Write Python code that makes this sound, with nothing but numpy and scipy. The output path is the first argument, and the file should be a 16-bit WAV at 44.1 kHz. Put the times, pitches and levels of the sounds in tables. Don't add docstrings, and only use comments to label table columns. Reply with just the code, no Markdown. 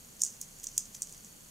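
import sys
import numpy as np
from scipy import signal
from scipy.fft import rfft, irfft
from scipy.io import wavfile

SR = 44100
rng = np.random.default_rng(int(sys.argv[2]) if len(sys.argv) > 2 else 0)


def digitize_waveform(pressure):
    field = np.atleast_2d(pressure).T
    bounded = np.clip(field, -1, 1)
    quanta = np.round(bounded * 32767).astype(np.int16)
    wavfile.write(sys.argv[1], SR, quanta)


def nominal_scale(level):
    x = np.asarray(level, float) / 20
    return 10 ** x


N = 66150

# (time [s], peak [dB], pitch [Hz], second contact re first [dB],
# treble partials gain [dB], low partials gain [dB])
BLOCK_CLICKS = [(0.1939, -39.5, 6600, 1, 4, 4), (0.204, -34, 6240, -8, 2, -12),
                (0.2191, -16.5, 6400, -20, -2, -18), (0.2186, -10.5, 6690, -21, -7.5, -30),
                (0.2356, -10, 6830, -2.5, -18, -35), (0.2486, -25.5, 6730, 4.5, -9, -26),
                (0.2642, -23, 6260, -11, -12, -12), (0.4137, -21, 6560, -4, 5, -8),
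                (.5873, -38.5, 6640, -8, -5, -6), (0.5984, -36, 6570, -7, -4, -8),
                (0.633, -33.5, 6350, -10, -1, -2), (0.6383, -29.5, 6830, -14, 9, 4),
                (0.6413, -27, 6360, -8, 5, -5), (0.6423, -29, 6940, -3, 1, 3.5),
                (0.6693, -20.5, 6440, -6, -10, -4), (.6873, -40, 6860, -8, -9, 14),
                (0.7666, -38, 6500, -12, -7, -6), (0.7782, -13.5, 6533, 4.5, 1.5, -3.5),
                (0.7815, -22.5, 6630, -20, 3, -26), (0.8557, -35, 6640, -7, -3, 4),
                (0.9459, -38.5, 6300, 2, 1, 3), (0.9483, -32.5, 5940, 1.5, 2, 6),
                (.9516, -31, 6350, -6, 6, -6), (1.0198, -19.5, 6890, 1.5, -2, -5.5),
                (1.0284, -26, 6000, -15, -5, -10), (1.0713, -35.5, 6300, -1, -2, -3),
                (1.093, -40, 6560, 2.5, -8, 8), (1.1240, -33.5, 6930, -2.5, -3, -4),
                (1.1353, -42, 5930, -2, -4, 0), (1.1458, -41, 6300, 2, -3, 9),
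                (1.1782, -38.5, 6700, -5, -4, -4), (1.2465, -34, 6300, -9, -1, -8)]
# (multiple of the pitch [ratio], relative level [dB], decay time [s])
RESONANCE_PARTIALS = [(.84, -15.5, 0.00037), (1.0, -2, 0.00024), (1.13, -8.5, 0.00026), (1.26, -9.5, .0003)]
TREBLE_PARTIALS = [(1.53, -14.5, 0.00026), (1.85, -17.5, 0.00014), (2.17, -17, 0.00025)]
LOW_PARTIALS = [(.28, -34.5, 0.00041), (.4, -28.5, 0.00027), (.53, -25.5, 0.00034), (.64, -27, 0.00039)]
# (time [s], level [dB])
FINGER_LEVEL = [(0, -72), (.19, -63), (.2, -53), (.211, -51), (.217, -38.5), (.228, -54), (.246, -37),
                (.27, -42), (.32, -53), (.4, -68), (0.421, -44.5), (.46, -62), (.57, -61.5), (.63, -59.5),
                (.645, -49), (.66, -54), (.7, -60), (.725, -54), (.77, -54.5), (.8, -48), (.87, -60),
                (.93, -64.5), (.95, -50), (.97, -53), (1.0, -72), (1.03, -40.5), (1.05, -66), (1.09, -54.5),
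                (1.15, -61), (1.22, -65), (1.26, -54), (1.32, -70), (1.5, -67)]
# (delay [s], level [dB], smear [s])
SURFACE_ECHOES = [(.0065, -21.5, .001), (0.0132, -19.5, 0.0017), (0.027, -29, 0.0019)]
# (frequency [Hz], time to fall 60 dB [s])
ROOM_DECAY = [(2000, 0.24), (5300, 0.27), (9000, 0.18), (14000, .1)]
# (frequency [Hz], relative density [dB per Hz])
AIR_COLOUR = [(12, -22), (25, -24), (55, -12.5), (80, -15.5), (110, -15), (140, -8), (165, -12.5),
              (205, -6.5), (250, -15), (330, -19), (520, -17.5), (650, -20.5), (1400, -23), (2400, -25.5),
              (3200, -23.5), (3750, -27.5), (4200, -25), (4500, -19), (4900, -27.5), (6700, -19),
              (9000, -22), (13900, -26.5), (15600, -32), (15900, -54)]
# (frequency [Hz], left-right likeness [-1 to 1])
AIR_LIKENESS = [(30, 0.76), (80, 0.9), (160, 0.92), (290, 0.35), (640, -0.23), (1400, -0.4), (3100, 0.038),
                (6800, 0.57), (10000, 0.73), (15000, 1)]
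# (frequency [Hz], left minus right [dB])
AIR_LEAN = [(60, -2), (240, 1), (950, -1.5), (3770, 0.5), (15000, -0.5)]
# (frequency [Hz], left minus right [dB])
TOY_BALANCE = [(2000, -5), (6000, -0.9), (9000, -4.5), (13000, 1.2)]

SECOND_S, CHATTER_DB, CHATTER_S = 0.001241, -12, 0.0018
DETUNE = 0.043
RUBS_PER_S, RUB_SPREAD_DB = 2300, 4.0
RUB_TREBLE_DB, RUB_LOW_DB = -1.5, -5
ROOM_DB, ROOM_FILL_S, ROOM_LIKENESS = -14.5, 0.0061, 0.74
TICK_START_S, TICK_EVERY_S, TICK_HZ, TICK_DECAY_S = 0.0068, 0.04, 6700, 0.00041
TICK_DB, TICK_SPREAD_DB, TICK_SIDE = -43.5, 2, 0.23
AIR_DB = -54
HUM_HZ, HUM_DB, HUM_WAVER_DB = 27.3, -65, 4.5
EDGE_HZ = 16200


def clicks():
    out = np.zeros(N)
    t = np.arange(400) / SR
    for s, db, hz, second_db, treble_db, low_db in BLOCK_CLICKS:
        strength = rng.standard_normal(400)
        sparse = rng.random(400) < 0.06
        taps = strength * sparse * np.exp(-t / CHATTER_S)
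        first = contact(hz, treble_db, low_db)
        second = contact(hz, treble_db, low_db)
        chatter = np.convolve(taps, contact(hz, treble_db, low_db))
        add(out, s, nominal_scale(db) * first)
        add(out, s + SECOND_S, nominal_scale(db + second_db) * second)
        add(out, s + SECOND_S, nominal_scale(db + max(second_db, 0) + CHATTER_DB) * chatter)
    return out


def contact(hz, treble_db, low_db):
    out = 0
    for partials, gain_db in [(RESONANCE_PARTIALS, 0), (TREBLE_PARTIALS, treble_db), (LOW_PARTIALS, low_db)]:
        for multiple, db, decay_s in partials:
            detune = 1 + DETUNE * rng.standard_normal() * (multiple != 1)
            polarity = rng.choice([-1, 1])
            out = out + polarity * blip(hz * multiple * detune, db + gain_db, decay_s)
    return out / abs(out).max()


def blip(hz, db, decay_s):
    t = np.arange(200) / SR
    u = t / abs(decay_s) / 2
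    envelope = (u * np.exp(1 - u)) ** 2
    return nominal_scale(db) * envelope * np.sin(2 * np.pi * min(hz, SR / 2.6) * t)


def fingers():
    strength = nominal_scale(RUB_SPREAD_DB * np.minimum(rng.exponential(1, N), 4))
    size = strength * (rng.random(N) < RUBS_PER_S / SR)
    kind = rng.integers(0, 12, N)
    slips = np.zeros(N)
    for k in range(12):
        sound = contact(rng.uniform(5710, 7050), RUB_TREBLE_DB, RUB_LOW_DB)
        slips += signal.oaconvolve(size * (kind == k), sound)[:N]
    s, db = np.transpose(FINGER_LEVEL)
    return nominal_scale(np.interp(np.arange(N) / SR, s, db)) * evened(slips)


def room(x):
    t = np.arange(SR // 2) / SR
    a, b, c, d = rng.standard_normal((4, len(t)))
    same = np.clip(ROOM_LIKENESS, 0, 1)
    apart = np.sqrt(1 - same ** 2)
    hz, frame_s, z = signal.stft([a, same * a + apart * b], SR, nperseg=128)
    decay = nominal_scale(-60 * frame_s / read(ROOM_DECAY, hz)[:, None])
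    tail = signal.istft(z * decay, SR, nperseg=128)[1][:, :len(t)]
    tail = tail * (1 - np.exp(-(t / ROOM_FILL_S) ** 2))
    tail = nominal_scale(ROOM_DB) * tail / np.linalg.norm(tail[0])
    echo_noise = np.array([c, same * c + apart * d])
    for delay, db, smear in SURFACE_ECHOES:
        puff = np.exp(-((t - delay) / smear) ** 2) * echo_noise
        tail = tail + nominal_scale(db) * puff / np.linalg.norm(puff[0])
    return signal.fftconvolve(x[None], tail, axes=1)[:, :N]


def tick():
    out = np.zeros(N)
    for s in np.arange(TICK_START_S, N / SR, TICK_EVERY_S):
        db = TICK_DB - TICK_SPREAD_DB * rng.exponential()
        add(out, s, blip(TICK_HZ, db, TICK_DECAY_S))
    late = np.roll(out, 2)
    return np.array([out + TICK_SIDE * late, out - TICK_SIDE * late])


def air():
    hz = np.fft.rfftfreq(2048, 1 / SR)
    a, b, c, d = rng.standard_normal((N // 512 + 5, 1025, 4)).T
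    same = np.clip(read(AIR_LIKENESS, hz), -1, 1)[:, None]
    left = a + 1j * b
    right = same * left + np.sqrt(1 - same ** 2) * (c + 1j * d)
    colour = nominal_scale(read(AIR_COLOUR, hz) + np.outer([0.5, -0.5], read(AIR_LEAN, hz)))
    z = np.array([left, right]) * colour[:, :, None]
    noise = signal.istft(z, nperseg=2048, noverlap=1536)[1][:, :N]
    return nominal_scale(AIR_DB) * evened(noise)


def hum():
    t = np.arange(N) / SR
    rates = np.geomspace(0.7, 3, 8)
    waver = evened(sum(np.sin(2 * np.pi * (f * t + rng.random())) for f in rates))
    level = nominal_scale(HUM_DB + HUM_WAVER_DB * waver)
    return level * np.sin(2 * np.pi * (HUM_HZ * t + rng.random()))


def evened(x):
    return x / np.sqrt(np.mean(x ** 2) + 1e-20)


def read(points, hz):
    f, value = np.transpose(points)
    return np.interp(np.log(hz + 1), np.log(f + 1), value)


def add(mix, s, sound):
    part = mix[round(s * SR):][:len(sound)]
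    part += sound[:len(part)]


def scene():
    toy = clicks() + fingers()
    hz = np.fft.rfftfreq(N, 1 / SR)
    lean = nominal_scale(np.outer([0.5, -0.5], read(TOY_BALANCE, hz)))
    toy_in_room = irfft(rfft(toy + room(toy)) * lean, N)
    return toy_in_room + tick() + air() + hum()


def band_limit(x):
    return signal.sosfilt(signal.butter(12, 16670, fs=SR, output="sos"), x)


def record(dry):
    low_pass = signal.firwin(255, EDGE_HZ, fs=SR)
    mix = signal.oaconvolve(dry, low_pass[None], "same")
    return band_limit(mix)


dry = scene()
out = record(dry)
digitize_waveform(out)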